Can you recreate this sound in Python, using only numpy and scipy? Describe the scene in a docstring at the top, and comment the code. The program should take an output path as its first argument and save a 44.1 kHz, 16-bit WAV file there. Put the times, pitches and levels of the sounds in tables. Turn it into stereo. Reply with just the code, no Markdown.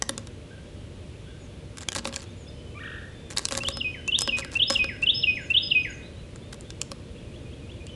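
"""A low outdoor rumble, a hiss and a blurred far chorus, all filtered noise or gliding tones, run throughout.
A wren rummages in a plastic tub of dry pet food on a wooden deck: pellets click and knock, as damped modes.
Single farther birds soon call; a woodpecker yelps and chuckles through a throat resonance.
Then another wren, out of sight, sings five ringing phrases of gliding whistles that echo round the yards.
Near the end a far songbird rolls one motif five times, growing louder."""
import sys
import numpy as np
from scipy import signal
from scipy.fft import rfft, irfft, next_fast_len
from scipy.io import wavfile
from scipy.ndimage import map_coordinates

SR = 44100
rng = np.random.default_rng(int(sys.argv[2]) if len(sys.argv) > 2 else 0)


def log_audio(samples):
    """Write samples as a 16-bit WAV file to the path given in sys.argv[1]."""
    # one column per channel
    frames = np.atleast_2d(samples).T
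    # limit to full scale, then quantise
    limited = np.clip(frames, -1, 1)
    pcm = np.round(limited * 32767).astype(np.int16)
    wavfile.write(sys.argv[1], SR, pcm)


N = 350595

# Resonances of the plastic tub. Each row: pitch in Hz, relative level in dB, t60 in seconds.
TUB_MODES = [(857, -1, 0.024), (1103, 5, 0.02), (1326, -1, 0.023), (1620, 0.5, 0.034), (1910, -2.5, 0.014)]


def amp(db):
    """Decibels to gain."""
    return 10 ** (np.asarray(db) / 20)


def unit(x):
    """x at rms 1."""
    return x / np.sqrt(np.mean(x ** 2) + 1e-20)


def along(points, hz):
    """A curve of (Hz, value) points, read on a log frequency axis."""
    point_hz, values = np.transpose(points)
    return np.interp(np.log(hz + 1), np.log(point_hz), values)


def add(track, s, x):
    """Mix x into the track from time s on."""
    start = max(round(s * SR), 0)
    part = track[start:start + len(x)]
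    part += x[:len(part)]


def wobble(rate, size):
    """A smooth random curve of size samples, with rate knots a second."""
    knots = rng.standard_normal(int(size * rate / SR) + 4)
    return map_coordinates(knots, [np.arange(size) * rate / SR])


def filtered(x, response):
    """x shaped by a response, given as a function of frequency in Hz."""
    size = next_fast_len(N + SR // 2)
    hz = np.fft.rfftfreq(size, 1 / SR)
    return irfft(rfft(x, size) * response(hz), size)[..., :N]


def ports(x, left=None):
    """The two microphone ports hear a sound with different phase and level."""
    # How far the left port leads. Each row: frequency in Hz, lead in radians.
    lead = [(40, 0), (120, .4), (340, 1.5), (950, 2.2), (1700, 1.9), (2500, 1.2), (3100, 1.1), (3700, .6),
            (5300, .25), (7000, 0)]
    # Default balance. Each row: frequency in Hz, left level over right in dB.
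    near_left = [(200, 0.5), (1100, 3.5), (2500, 4), (3300, 2.5), (4200, 5), (5500, 4.5), (11000, 0.5)]
    balance = near_left if left is None else left

    def response(hz):
        # each port takes half of the difference
        half = amp(along(balance, hz) / 2) * np.exp(.5j * along(lead, hz))
        return np.array([half, 1 / half])

    return filtered(x, response)


def yard(x, build, apart):
    """Diffuse echoes from houses and trees: they build up, then each frequency dies at its own speed."""
    # Echo decay. Each row: frequency in Hz, t60 in seconds.
    decay = [(300, .3), (1500, 0.73), (3000, 0.44), (5200, 0.61), (10000, 0.18)]
    hz, t, z = signal.stft(rng.standard_normal((2, SR)), SR, nperseg=256)
    t60 = along(decay, hz)[:, None]
    fade = amp(-60 * t / t60) * (1 - np.exp(-t / build))
    mid, side = signal.istft(z * fade, SR, nperseg=256)[1]
    # apart sets how much the two sides differ
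    tail = unit(np.array([mid + apart * side, mid - apart * side])) / np.sqrt(len(mid))
    return signal.fftconvolve(x[None], tail, axes=1)[:, :N]


def echo(x, delay, db):
    """One reflection from a wall, delay in seconds."""
    return amp(db) * np.pad(x, (round(delay * SR), 0))[:N]


def motif(notes, s, db):
    """The notes of a motif, begun at time s, as rows (note, s, level dB, pitch ratio)."""
    return [(name, s + offset, db + level, 1) for name, offset, level in notes]


def repeat(notes, s, period, step_db, count):
    """A motif repeated at an even pace, its level changing by a step each time."""
    return [row for k in range(count) for row in motif(notes, s + k * period, k * step_db)]


def sing(notes, second_db, waver, flutter_db, strain=1):
    """Each note is a gliding whistle with an octave, never quite the same twice."""
    # A note glides between two pitches, fast at first (late if the glide time is negative), and may arch.
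    # Each row, by note name: attack, hold and release in seconds, start and end pitch in Hz before the
    # pitch ratio, glide time in seconds, height of the arch in Hz before the ratio.
    note_shapes = { "pip": (.006, .015, .009, 2380, 2740, .0055, 0),
                   "scoop": (.011, .009, .006, 4100, 2900, .0048, 0),
                   "sweep": (.004, .015, .009, 2940, 3980, .06, 0),
                   "whistle": (.014, .055, .02, 4100, 5210, .0052, 0),
                   "drop": (.018, .002, .008, 4400, 2650, .0105, 0),
                   "hold": (.008, .024, .068, 2630, 2492, .0095, 0),
                   "flick": (.004, .009, .016, 2950, 1850, .007, 0),
                   "trail": (.005, .03, .035, 1850, 1420, .04, 0),
                   "yelp": (.012, .032, .012, 950, 1080, .003, 110),
                   "chuckle": (.007, .034, .01, 950, 1250, .03, 700),
                   "rise": (.008, .024, .022, 2300, 3750, .05, 0),
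                   "tick": (.01, .018, .02, 2520, 2440, .02, 0),
                   "link": (.006, .012, .015, 3200, 2550, .03, 0),
                   "slur": (.015, .045, .03, 3100, 3480, .02, 100),
                   "dip": (.005, .007, .025, 7000, 6100, .004, 0),
                   "thin": (.015, .058, .014, 6900, 5750, -.025, 100),
                   "coo": (.02, .05, .022, 1400, 1440, .05, 250),
                   "pipe": (.04, .17, .06, 3020, 3000, .05, 0)}
    fade_db = 24  # how far a note rises in its attack and falls in its release
    track = np.zeros(N)
    for name, s, db, ratio in notes:
        attack, hold, release, start_hz, end_hz, glide_s, arch_hz = note_shapes[name]
        length = attack + hold + release
        t = np.arange(int(length * SR)) / SR

        progress = np.expm1(-t / glide_s) / np.expm1(-length / glide_s)
        arch = arch_hz * np.sin(np.pi * t / length)
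        glide = start_hz + (end_hz - start_hz) * progress + arch

        edges = signal.windows.tukey(len(t), .005 / length)
        corners = [0, attack, attack + hold, length]
        envelope = edges * amp(np.interp(t, corners, [-fade_db, 0, 0, -fade_db]))

        # strain makes the voice shake more at the top of its range
        unsteady = np.interp(glide, [4000, 5000], [1, strain])
        hz = ratio * glide * (1 + waver * unsteady * wobble(193.4, len(t)))
        phase = 2 * np.pi * np.cumsum(hz) / SR
        loudness = envelope * amp(db + flutter_db * unsteady * wobble(118.7, len(t)))
        add(track, s, loudness * (np.sin(phase) + amp(second_db) * np.sin(2 * phase)))
    return track


def ring(modes, t, scatter_db):
    """Damped modes struck at new strengths, with the energy of 10 ms at rms 1."""
    x = np.zeros(len(t))
    for hz, db, t60 in modes:
        strength = amp(db + rng.normal(0, scatter_db) - 60 * t / t60) * rng.choice([-1, 1])
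        x += strength * np.sin(2 * np.pi * hz * t)
    return x / np.sqrt(np.sum(x ** 2) / (SR / 100))


def pellet(low_hz, high_hz, t60, t, count=7):
    """Every pellet has its own few, heavily damped resonances."""
    # one random pitch in each equal slice of the range
    pitches = low_hz + (high_hz - low_hz) * (np.arange(count) + rng.random(count)) / count
    return ring([(hz, 0, t60) for hz in pitches], t, scatter_db=4.5)


def rush(spectrum, left_db):
    """Steady stereo noise, partly alike at the two ports, whose mono mix has rms 1."""
    # Likeness of the two sides. Each row: frequency in Hz, correlation from 0 to 1.
    alike = [(60, 1), (130, 0.83), (270, 0.95), (600, 0.64), (1200, 0.89), (2600, 0.62), (5500, 0.19),
             (11000, 0.51)]

    def response(hz):
        turn = np.arccos(np.clip(along(alike, hz), 0, 1)) / 2
        return amp(along(spectrum, hz)) * np.array([np.cos(turn), np.sin(turn)])

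    mid, side = filtered(rng.standard_normal((2, N)), response)
    pair = ports(np.array([mid + side, mid - side]), [(100, 0.0041), (2500, left_db), (11000, 0)])
    return pair / np.std(pair.mean(axis=0))


def outdoors():
    """Far traffic rumbles, swelling gently as shaped noise, under a faint, even hiss."""
    # Noise colours. Each row: frequency in Hz, relative level in dB.
    rumble_colour = [(13, -41), (22, -20), (57, -5.5), (90, -2.5), (196, -11.5), (272, -11.5), (313, -13),
                     (344, -11), (427, -16), (462, -11.5), (556, -16.5), (601, -13), (630, -21.5),
                     (900, -35), (1170, -39), (1980, -120)]
    hiss_colour = [(440, -22), (750, -2.5), (898, -0.5), (1380, -3.5), (1950, -5.5), (2180, -5), (2410, -4),
                   (3580, -6), (3870, -7.5), (4840, -12), (11000, -18.5), (14300, -129), (22000, -120)]
    # Slow swell of the rumble. Each row: time in seconds, level in dB.
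    traffic = [(0, -42.7), (3, -42), (3.8, -41), (5.7, -40.4), (6.2, -42), (7.95, -40.6)]
    t = np.arange(N) / SR
    swell_db = np.interp(t, *np.transpose(traffic)) + 0.4 * wobble(6.5, N)
    rumble = amp(swell_db) * rush(rumble_colour, left_db=2.5)
    hiss = amp(-55.8) * rush(hiss_colour, left_db=4)
    return rumble + hiss


def chorus(count=110):
    """Very distant birds warble at random and blur into the yard's echo."""
    # columns: start in seconds, level in dB, pitch ratio
    draws = rng.uniform([0, -60, .72], [N / SR, -53, 1.03], (count, 3))
    notes = [("slur", *row) for row in draws[::2]] + [("rise", *row) for row in draws[1::2]]
    calls = sing(notes, second_db=-29, waver=0.021, flutter_db=3.5)
    return ports(amp(-11) * calls + amp(-7.5) * yard(calls, build=0.013, apart=0.99))


def neighbours():
    """Farther songbirds whistle single notes and one rolling motif, with diffuse echo behind them."""
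    # Single notes. Each row: note name, start in seconds, level in dB, pitch ratio.
    single_notes = [("coo", .485, -53, .96), ("coo", 1.255, -53.5, .96), ("thin", 1.385, -61, 1),
                    ("thin", 2.365, -60, 1.02), ("thin", 5.4, -58, 1), ("thin", 5.882, -53, .97),
                    ("dip", 2.3, -59, 1.04), ("dip", 2.475, -55, .82), ("dip", 5.35, -55, 1.02),
                    ("dip", 5.83, -53, 1), ("slur", 2.255, -58, 1.02), ("slur", 2.45, -55, 1.01),
                    ("slur", 6.01, -54, 1.11), ("slur", 6.15, -58, 1.12), ("slur", .94, -60, .9),
                    ("slur", 1.26, -59, .97), ("slur", 6.41, -58, 1.02), ("slur", 6.64, -58, 1),
                    ("pipe", 2.51, -58, 1.01), ("pipe", 3.08, -59, 1.18), ("pipe", 3.88, -48, 1.01),
                    ("pipe", 7.86, -49, 1.01)]
    # The rolling motif. Each row: note name, start in seconds into the motif, level in dB.
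    roll = [("rise", 0, -54), ("link", .075, -60), ("tick", .112, -56)]
    rolling = repeat(roll, s=7.154, period=.177, step_db=1.5, count=5)
    calls = sing(single_notes + rolling, second_db=-26, waver=0.008, flutter_db=3)
    return ports(amp(1) * calls + amp(-5) * yard(calls, build=0.0051, apart=0.84))


def woodpecker():
    """A rasping yelp, then an even chuckle; the throat favours partials between about 1.2 and 2.4 kHz."""
    # The throat's resonance. Each row: frequency in Hz, gain in dB.
    throat = [(800, -18), (1200, -1), (1700, 0.5), (2400, -1.5), (2900, -4), (3400, -11.5), (5000, -36)]
    yelp = [("yelp", 2.743, -39, 1)]
    chuckles = repeat([("chuckle", 0, -35.7)], s=2.786, period=.0415, step_db=-.7, count=5)
    voice = sing(yelp + chuckles, second_db=-1, waver=.016, flutter_db=2.5)
    call = filtered(voice, lambda hz: amp(along(throat, hz)))
    # a nearby house repeats the call just behind it
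    call += echo(call, delay=.064, db=-6)
    return ports(call + amp(-7.5) * yard(call, build=0.0082, apart=.5))


def singing_wren():
    """The loud whistled song, answered by the house wall, the yard and two houses farther off."""
    # The two halves of a phrase. Each row: note name, start in seconds into the half, level in dB.
    climb = [("pip", 0, -17.7), ("scoop", .039, -14.3), ("sweep", .064, -13.2)]
    descent = [("drop", 0, -11.5), ("hold", .042, -16.3), ("flick", .142, -25.5), ("trail", .16, -38)]
    # Five phrases, their halves ever louder. Each row: climb start in seconds, climb gain in dB,
    # top note level in dB and pitch ratio, descent start in seconds, descent gain in dB.
    phrases = [(3.602, -10.5, -37, .986, 3.797, -7), (4.076, -3, -30, .988, 4.277, -4.3),
               (4.551, -.5, -27, .988, 4.744, -.5), (5.022, 0, -28, 1, 5.224, 0),
               (5.498, 1, -31.5, .972, 5.703, 1.7)]
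    whistle_s = .114  # the top note comes this long after the climb begins
    notes = []
    for climb_s, climb_db, top_db, top_ratio, descent_s, descent_db in phrases:
        notes += motif(climb, climb_s, climb_db) + motif(descent, descent_s, descent_db)
        notes.append(("whistle", climb_s + whistle_s, top_db, top_ratio))
    song = sing(notes, second_db=-56, waver=.0011, flutter_db=.5, strain=8)
    near = song + echo(song, delay=.0104, db=-16)
    houses = echo(song, delay=.205, db=-30) + echo(song, delay=.48, db=-40)
    # air takes the treble out of the long paths
    far = filtered(houses, lambda hz: 1 / (1 + (hz / 3300) ** 6))
    scattered = yard(song + far, build=0.0034, apart=0.9)
    return ports(near + far + amp(-9.0) * scattered)


def contacts():
    """Pecks barely reach the boards; falls knock all: rows (s, board, tub, clack, click dB)."""
    # The bill snaps at a pellet. 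Each row: start in seconds, click, clack and tub knock level in dB,
    # the knock before its share is set below.
    pecks = [(.0228, -23.5, -33, -30.5), (.2714, -49, -49, -56), (1.7837, -43, -51, -60),
             (1.887, -28, -27, -40), (1.92, -39, -43, -42), (1.9295, -41, -41, -47), (1.95, -36, -39, -52),
             (2.1412, -50, -38, -47), (2.1613, -32, -32, -52), (3.373, -38, -25, -45),
             (3.3829, -26.5, -34, -44), (3.4539, -25.5, -31, -42), (3.4866, -35, -36, -47),
             (4.0785, -35, -48, -44), (4.189, -24.5, -46, -43.5), (4.2091, -30, -47, -49),
             (4.219, -27, -34.5, -37), (6.3596, -50, -56, -53), (6.5298, -52, -46, -48),
             (6.609, -47, -63, -66), (6.7045, -46.5, -42, -52), (6.8159, -29, -33, -49),
             (7.868, -50, -50, -62)]
    # A pellet lands on the deck. Each row: start in seconds, overall knock level in dB before its
    # shares are set below, click level in dB.
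    falls = [(.0932, -29.5, -29), (.179, -38, -36), (1.9606, -35, -37), (1.9638, -35, -41),
             (1.985, -39, -44), (2.054, -30, -53), (2.0737, -35, -38), (2.0919, -45, -62),
             (2.1269, -42, -56), (2.1672, -41, -52), (3.51, -37, -41), (3.5227, -31, -37),
             (3.5516, -34, -39), (3.5764, -32, -28.5), (3.6351, -36, -49), (3.6862, -31, -31.5),
             (3.7712, -37, -46.5), (4.2761, -29, -60), (4.3856, -35, -35), (4.3945, -40, -39),
             (4.4478, -40, -47), (4.7007, -30, -32), (4.7053, -27, -34), (4.8427, -33, -59),
             (6.9173, -37, -46)]
    rows = []
    for s, click_db, clack_db, tub_db in pecks:
        rows.append((s, tub_db - 10.5, tub_db + 5, clack_db, click_db))
    for s, knock_db, click_db in falls:
        rows.append((s, knock_db + 1.8, knock_db + 1.3, knock_db - 1.7, click_db))
    return rows


def stirring(t):
    """The bill stirs the pellets: each stir is a random shower of tiny pellet and tub contacts."""
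    # Each row: start in seconds, length in seconds, level of the strongest contacts in dB.
    stirs = [(1.77, .025, -46.5), (1.803, .032, -44), (1.953, .04, -35.5), (2.046, .045, -47),
             (2.124, .12, -51), (3.303, .039, -44), (3.363, .037, -38.5), (3.404, .068, -52),
             (3.509, .09, -41.5), (3.6, .12, -53), (4.368, .045, -44), (4.514, .06, -45.5),
             (4.701, .045, -40), (4.746, .06, -51), (5.017, .025, -48), (5.5, .023, -52),
             (6.526, .019, -48)]
    track = np.zeros(N)
    for s, length, db in stirs:
        # 400 contacts a second
        for when, weakness in rng.random((int(length * 400), 2)):
            grain = pellet(low_hz=900, high_hz=9450, t60=0.0043, t=t)
            grain += amp(-1.5) * ring(TUB_MODES, t, scatter_db=5)
            add(track, s + when * length, amp(db - 9.7 * weakness) * grain)
    return track


def feeding_wren():
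    """Pellets click against the bill and each other, and knock on the tub and the boards, as damped modes."""
    # Resonances of the deck boards. Each row: pitch in Hz, relative level in dB, t60 in seconds.
    boards = [(234.7, -6.5, 0.45), (288, -3.5, 0.13), (350, -8.5, 0.14), (435, -3.5, 0.04),
              (544.3, 5.5, 0.093), (597, -8, 0.026), (1103, -19, 0.2)]
    # Colour of close clicks. Each row: frequency in Hz, gain in dB.
    presence = [(700, 0), (4000, 1), (6000, -1.5), (7400, 2.5), (8800, -4.5), (10000, 3.5), (11200, 5.5)]
    t = np.arange(SR // 4) / SR
    short = t[:SR // 50]
    track, side = stirring(short), np.zeros(N)
    for s, board_db, tub_db, clack_db, click_db in contacts():
        board_knock = amp(board_db) * ring(boards, t, scatter_db=1.5)
        tub_knock = amp(tub_db) * ring(TUB_MODES, t, scatter_db=5)
        clack = amp(clack_db) * pellet(low_hz=2190, high_hz=5810, t60=0.011, t=short)
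        click = amp(click_db) * pellet(low_hz=5300, high_hz=9600, t60=.004, t=short)
        add(track, s, board_knock + tub_knock)
        add(track, s, clack + click)
        # the pellet grazes just before the strike and chatters just after it
        graze, chatter = rng.uniform([-.004, .0004], [-.0005, .002])
        for offset, db in [(graze, -19), (chatter, -9)]:
            touch = pellet(low_hz=2500, high_hz=9140, t60=0.0034, t=short)
            add(track, s + offset, amp(max(clack_db, click_db) + db) * touch)
        # so close by, each click reaches the two ports with a different colour
        difference = pellet(low_hz=4800, high_hz=10900, t60=0.006, t=short)
        add(side, s, amp(click_db - 11.5) * difference)
    walls = echo(track, delay=0.0052, db=-17) + echo(track, delay=.015, db=-24)
    scattered = amp(-20) * yard(track, build=.003, apart=0.99)
    pair = np.array([track + side, track - side]) + walls + scattered
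    return ports(filtered(pair, lambda hz: amp(along(presence, hz))))


def scene():
    """Everything heard from beside the tub."""
    background = outdoors() + chorus() + neighbours()
    return background + woodpecker() + singing_wren() + feeding_wren()


def record(dry):
    """The sound is dull: little is heard above 11.3 kHz, and almost nothing above 16 kHz."""
    def response(hz):
        band = 1 / np.sqrt(1 + (hz / 11300) ** 110)
        faint_treble = amp(-30) * (hz < 16000)
        return band + faint_treble

    return filtered(dry, response)


dry = scene()
out = record(dry)
log_audio(out)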